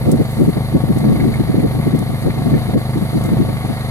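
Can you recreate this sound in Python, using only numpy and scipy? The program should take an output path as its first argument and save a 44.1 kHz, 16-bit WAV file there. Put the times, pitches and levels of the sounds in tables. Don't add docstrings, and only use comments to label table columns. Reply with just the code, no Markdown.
import sys
import numpy as np
from scipy import signal
from scipy.fft import rfft, irfft, next_fast_len
from scipy.io import wavfile
from scipy.ndimage import uniform_filter1d, minimum_filter1d, map_coordinates

SR = 44100
rng = np.random.default_rng(int(sys.argv[2]) if len(sys.argv) > 2 else 0)


def generate_wav(signal):
    frames = np.transpose(np.atleast_2d(signal))
    scaled = np.clip(frames, -1, 1) * 32767
    pcm = np.round(scaled).astype(np.int16)
    wavfile.write(sys.argv[1], SR, pcm)


def magnitude_from_level(level_db):
    exponent = np.asarray(level_db, float) / 20
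    return 10 ** exponent


N = 171990


def unit(x):
    return x / np.sqrt(np.mean(x ** 2) + 1e-20)


def along(points, hz):
    f, v = np.transpose(points)
    return np.interp(np.log(hz + 1), np.log(f + 1), v)


def curve(rows):
    return np.interp(np.arange(N) / SR, *np.transpose(rows))


def wobble(rate):
    knots = rng.standard_normal(int(N * rate / SR) + 4)
    return map_coordinates(knots, [np.arange(N) * rate / SR])


def filtered(x, response):
    size = next_fast_len(N + 8192)
    spectrum = rfft(x, size) * response(np.fft.rfftfreq(size, 1 / SR))
    return irfft(spectrum, size)[..., :N]


def patchy(depth_db):
    z = signal.stft(rng.standard_normal((2, N)), nperseg=512)[2]
    field = uniform_filter1d(rng.standard_normal(z.shape[1:]), size=6, axis=0)
    field = uniform_filter1d(field, size=10, axis=1)
    return signal.istft(z * magnitude_from_level(depth_db * unit(field)), nperseg=512)[1][:, :N]


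def pair(noises, gain, alike):
    def shares(hz):
        angle = np.arccos(np.clip(along(alike, hz), -1, 1)) / 2
        return gain(hz) * [np.cos(angle), np.sin(angle)]

    mid, side = filtered(noises, shares)
    return unit(np.array([mid + side, mid - side]))


def train(times, sizes):
    at = np.clip(times * SR, 0, N - 2)
    k = at.astype(int)
    return np.bincount(k, sizes * (1 + k - at), N) + np.bincount(k + 1, sizes * (at - k), N)


# time_s, firings_per_s
ENGINE_SPEED = [(0, 25.12), (.5, 25.3), (.68, 25.4), (1.05, 25.26), (1.28, 25.42), (1.8, 25.48),
                (2.3, 25.27), (2.8, 25.38), (3.3, 25.12), (3.9, 25.19)]


def firings():
    first_s = .0125
    turns = np.cumsum(curve(ENGINE_SPEED)) / SR - first_s * ENGINE_SPEED[0][1]
    return np.interp(np.arange(int(turns[-1]) + 1), turns, np.arange(N) / SR)


EXHAUST_ORDERS = [-60, -41, -37.5, -31, -25.5, -29.5, -45, -36, -33, -52, -45, -43, -59, -50, -46, -48.5,
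                  -46.5, -46.5, -51, -47.5, -43.5, -54, -57, -58.5, -49, -47, -50, -51, -49.5, -46, -62,
                  -63, -57, -50.5, -54, -46.5, -55.5, -66, -56, -59.5, -67, -76, -60, -53, -66, -60, -58,
                  -68]


def exhaust(times):
    exhaust_db, size_scatter_db, jitter_s = 1.5, 1.6, .00013
    puff_s, valve_s, valve_gain = .002, .028, .4
    echo_s, echo_gain, echo_dull_hz = .0115, .95, 450
    blur_from, blur_radians = 12, 1.25
    order = np.arange(len(EXHAUST_ORDERS)) + 1
    rate = np.mean(curve(ENGINE_SPEED))
    blur = blur_radians * rng.standard_normal(len(order)) * (order > blur_from)

    def late(f, s):
        return np.exp(-2j * np.pi * f * s)

    def cycle(f):
        valve = valve_gain * late(f, valve_s)
        echo = 1j * echo_gain * late(f, echo_s) / (1 + (f / echo_dull_hz) ** 2)
        return late(f, puff_s) * (valve - 1j + echo)

    def pipe(f):
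        gain = magnitude_from_level(np.interp(f / rate, [0, *order, 2 * order[-1]], [-80, *EXHAUST_ORDERS, -100]))
        phase = np.angle(cycle(f)) + np.interp(f / rate, order, blur)
        return gain * np.exp(1j * phase)

    chance = rng.standard_normal((len(times), 2))
    sizes = magnitude_from_level(exhaust_db + size_scatter_db * chance[:, 1])
    pulses = train(times + jitter_s * chance[:, 0], sizes)
    return filtered(pulses, pipe) * SR / rate / np.sqrt(2)


# pitch_hz, level_db
CLATTER_COLOUR = [(330, -26), (560, -4.5), (740, 0.5), (840, -8), (960, -11.5), (1150, -7.5), (1330, -10.5),
                  (1530, -14.5), (1800, -10.5), (2150, -11), (2600, -20), (3400, -17.5), (4300, -19.5),
                  (4800, -24.5), (5500, -29), (8000, -27.5), (11000, -53), (19000, -120)]
# pitch_hz, width_hz, level_db
CASING_RINGS = [(1122, 34, -1.5), (2102, 61, 0), (3744, 76, 4.5), (4187, 195, 4), (4656, 72, 9),
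                (6080, 68, 3)]
# pitch_hz, likeness
CLATTER_ALIKE = [(300, 1), (800, .98), (1250, .93), (2000, .85), (3000, .68), (4300, .8), (5600, .3),
                 (9000, .35)]
# time_s, level_db
LOAD_LEVEL = [(0.0, -42.5), (1.0, -42), (1.24, -41), (2.11, -42.5), (2.56, -40), (2.78, -42), (3.9, -40.5)]


def clatter(times):
    rise_s, decay_s, scatter_db, share = 0.0013, 0.016, 1, 0.18
    clatter_db = 8.5
    t = np.arange(SR // 10) / SR
    blow = np.exp(-t / decay_s) * (1 - np.exp(-t / rise_s))
    blows = train(times, magnitude_from_level(scatter_db * rng.standard_normal(len(times))))
    knock = signal.fftconvolve(blows, blow)[:N]
    gate = 1 + share * (knock / knock.mean() - 1)

    def colour(f):
        rings = 1 + sum(magnitude_from_level(db) * w * w / (w * w + 4 * (f - hz) ** 2) for hz, w, db in CASING_RINGS)
        return magnitude_from_level(along(CLATTER_COLOUR, f)) * rings

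    noise = pair(patchy(depth_db=0.66) * gate, colour, CLATTER_ALIKE)
    return magnitude_from_level(curve(LOAD_LEVEL) + clatter_db + 0.21 * wobble(4.3)) * noise


# pitch_hz, level_db
INSECT_COLOUR = [(3000, -40), (5000, -30), (6500, -17), (8000, -21), (8800, 2), (9500, -4), (10400, 8),
                 (11500, 4.5), (12400, 2.5), (13200, -14), (14000, -9.5), (15000, -9), (15800, -27)]


def insects():
    chorus_db, buzz_hz, buzz_depth = -41.5, 149, 0.064
    buzz = 1 + buzz_depth * np.sin(2 * np.pi * buzz_hz * np.arange(N) / SR + 2.0 * wobble(3.3))
    hiss = pair(patchy(depth_db=1.4), lambda f: magnitude_from_level(along(INSECT_COLOUR, f)), [(9000, 0.35)])
    return magnitude_from_level(chorus_db + 0.31 * wobble(6.8)) * buzz * hiss


def firm(x):
    power = uniform_filter1d(x ** 2, size=700, axis=1)
    return unit(x / (power + 0.029) ** (0.82 / 2))


# middle_s, width_s (at half power), level_db, left_over_right_db, upper_edge_over_thud_db
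GUST_TABLE = [(0.087, 0.029, -16, -2, -6.5), (0.14, 0.021, -11.5, -1.2, -12.5),
              (0.209, 0.02, -14.5, 0.5, -10), (0.418, 0.03, -12.5, 3.5, -16.5),
              (0.486, 0.015, -11, 2.5, -18), (0.575, 0.018, -21, 1, -9), (0.759, 0.019, -11, 0, -19),
              (0.839, 0.0045, -17, 10, -29), (0.905, 0.016, -13, 2.5, -19), (0.969, 0.011, -16.5, 2.5, -33),
              (1.088, 0.086, -16, 1.5, -15.5), (1.126, 0.0087, -23, 8, -27), (1.253, 0.07, -18, 2.5, -15.5),
              (1.407, 0.017, -16.5, 2, -27), (1.5, 0.016, -16.5, -3, -23), (1.547, 0.01, -14, -2, -12.5),
              (1.588, 0.024, -14.5, 0.5, -15), (1.648, 0.019, -13, 0.5, -7.5),
              (1.764, 0.034, -24.5, -1, -28), (1.8, 0.0067, -19.5, 7, -30),
              (1.876, 0.019, -15.5, -0.5, -36), (1.948, 0.02, -15, 7, -36), (2.019, 0.025, -22.5, 2.5, -25),
              (2.102, 0.016, -26.5, 8, -21), (2.136, 0.019, -28, 2, -18), (2.273, 0.028, -17.5, 3, -10.5),
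              (2.393, 0.063, -27.5, 2, -24), (2.471, 0.032, -19, 3.5, -25),
              (2.543, 0.033, -13.5, -0.5, -16), (2.691, 0.011, -21, 2, -22), (2.762, 0.017, -9, 2.5, -12),
              (2.971, 0.025, -20, -2.5, -23), (3.028, 0.015, -20, 3.5, -16), (3.163, 0.029, -18, 1, -19.5),
              (3.256, 0.025, -22.8, 1.0, -28), (3.287, 0.0066, -23, -1, -5), (3.329, 0.022, -15.5, 1, -24),
              (3.41, 0.024, -14, 1.5, -20), (3.497, 0.032, -28.5, 5.8, -8), (3.65, 0.015, -26.5, 2, -16),
              (3.705, 0.019, -24.5, 8.5, -20)]
# pitch_hz, level_db
THUD_COLOUR = [(20, -59), (40, -55), (70, -19), (130, -0.5), (200, 1.5), (320, -4), (450, -16),
               (700, -40.5), (1500, -120)]
# pitch_hz, level_db
EDGE_COLOUR = [(60, -92), (250, -15), (400, -2), (520, 0), (650, -11), (900, -32), (1800, -120)]
# time_s, level_db
BREEZE_LEVEL = [(0.0, -39), (0.06, -20), (0.34, -38), (1.09, -28), (1.7, -32), (2.47, -31), (2.6, -29),
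                (2.91, -36), (3.2, -30), (3.9, -38)]
# pitch_hz, level_db
BREEZE_COLOUR = [(15, -35), (26, -43), (44, -6), (88, -8.5), (135, -3), (190, -6.5), (280, -31), (500, -31),
                 (1200, -120)]
# pitch_hz, likeness
PORT_WIND_ALIKE = [(30, .1), (70, -.4), (130, -.15), (300, -.3)]


def wind():
    thud_db, edge_gain_db = 6, 5.5
    skirt_db, skirt_wider = -17, 1.67
    breeze_db, breeze_left_db = 3, 3.5
    t = np.arange(N) / SR
    thud, edge = np.full((2, N), 1e-9), np.full((2, N), 1e-9)
    for middle, width, db, left_db, edge_db in GUST_TABLE:
        u = (t - middle) / max(width, .005)
        swell = np.exp(-4 * np.log(2) * u ** 2) + magnitude_from_level(2 * skirt_db) * np.exp(-(u / skirt_wider) ** 2)
        power = magnitude_from_level([[db + left_db / 2], [db - left_db / 2]]) ** 2 * swell
        thud += power
        edge += magnitude_from_level(2 * edge_db) * power

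    def noise(points):
        return pair(rng.standard_normal((2, N)), lambda f: magnitude_from_level(along(points, f)), PORT_WIND_ALIKE)

    balance = breeze_left_db * np.array([[.5], [-.5]])
    drift = 2.9 * np.array([wobble(26.14), wobble(19)])
    breeze = magnitude_from_level(curve(BREEZE_LEVEL) + breeze_db + balance + drift) * noise(BREEZE_COLOUR)
    thuds = magnitude_from_level(thud_db) * np.sqrt(thud) * firm(noise(THUD_COLOUR))
    edges = magnitude_from_level(edge_gain_db) * np.sqrt(edge) * firm(noise(EDGE_COLOUR))
    return thuds + edges + breeze


# time_s, level_db
RUSTLE_LEVEL = [(0, -53), (.42, -46), (.55, -54), (2.2, -65), (3.2, -50), (3.5, -66), (3.9, -66)]
# start_s, level_db, t60_s, rise_s (start to peak)
SNAP_TABLE = [(0.1136, -18.5, 0.052, 0.0029), (0.9824, -25, 0.045, 0.002), (1.3394, -29, 0.05, 0.002),
              (1.961, -28, .02, .001), (1.99, -20.5, 0.02, 0.0011), (2.217, -29, 0.035, 0.002),
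              (2.2285, -29, 0.024, .001), (3.2378, -20, 0.027, 0.001), (.305, -35, .08, 0.0035),
              (3.2564, -29, 0.064, 0.0015)]
# pitch_hz, level_db
STALK_COLOUR = [(1200, -40), (3000, -3.5), (6000, 2.5), (9000, 9), (15500, -1)]


def stalks():
    snap_db = -9.5
    t = np.arange(N) / SR
    shape = magnitude_from_level(curve(RUSTLE_LEVEL))
    for start, db, t60, rise in SNAP_TABLE:
        peak = start + rise
        slope_s = np.where(t > peak, t60, 4 * rise)
        shape += magnitude_from_level(db + snap_db - 60 * np.abs(t - peak) / slope_s)
    noise = pair(rng.standard_normal((2, N)), lambda f: magnitude_from_level(along(STALK_COLOUR, f)), [(5000, 0.1)])
    return shape * magnitude_from_level(2.8 * wobble(400)) * noise


# start_s, level_db
CLANK_TABLE = [(.2109, -35), (1.0392, -29.5), (1.0801, -32), (1.155, -32), (1.1987, -26), (1.2376, -33),
               (1.339, -25), (1.352, -33), (1.5977, -33), (2.3017, -26), (2.5386, -25), (3.5673, -31.5)]
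# pitch_hz, level_db, t60_s
LINKAGE_MODES = [(1440, -9, .03), (1720, -7.5, 0.055), (1890, -10, 0.045), (2080, -1.5, 0.061),
                 (2243, -4.5, 0.076)]


def clanks():
    clank_db, rise_s = 1, .001
    out, t = np.zeros(N + SR), np.arange(SR // 5) / SR
    for start, db in CLANK_TABLE:
        ring = np.zeros(len(t))
        for hz, level, t60 in LINKAGE_MODES:
            decay = magnitude_from_level(level + rng.normal(0, 2) - 60 * t / t60)
            ring += decay * np.sin(2 * np.pi * hz * rng.normal(1, 0.021) * t)
        out[round(start * SR):][:len(t)] += magnitude_from_level(db + clank_db) * ring * (1 - np.exp(-t / rise_s))
    return out[:N]


# pitch_hz, left_over_right_db
PORT_BALANCE = [(60, 18), (130, -2), (290, -1), (640, 0.0), (1410, 0.5), (3100, -1), (6820, 1.5),
                (15000, .6)]


def scene():
    lead_s = .000143
    times = firings()
    away = exhaust(times) + clatter(times) + insects() + stalks() + clanks()
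    half = np.array([[.5], [-.5]])

    def ports(f):
        return magnitude_from_level(half * along(PORT_BALANCE, f)) * np.exp(2j * np.pi * f * half * lead_s)

    return filtered(away, ports) + wind()


def low_pass(x):
    return signal.sosfilt(signal.butter(12, 15830, fs=SR, output="sos"), x)


# pitch_hz, level_db
MICROPHONE_LOW_END = [(24, 4), (33, -5), (41, -8), (52, 0)]


def record(dry):
    ceiling, hold_s, recover_s = .95, 0.0033, 0.015
    dry = filtered(dry, lambda f: magnitude_from_level(along(MICROPHONE_LOW_END, f)))
    need = np.minimum(1, ceiling / (np.abs(dry).max(axis=0) + 1e-9))
    hold, recover = int(hold_s * SR) + 1, int(recover_s * SR) + 1
    gain = uniform_filter1d(minimum_filter1d(need, hold + recover), recover)
    return low_pass(dry * gain)


dry = scene()
out = record(dry)
generate_wav(out)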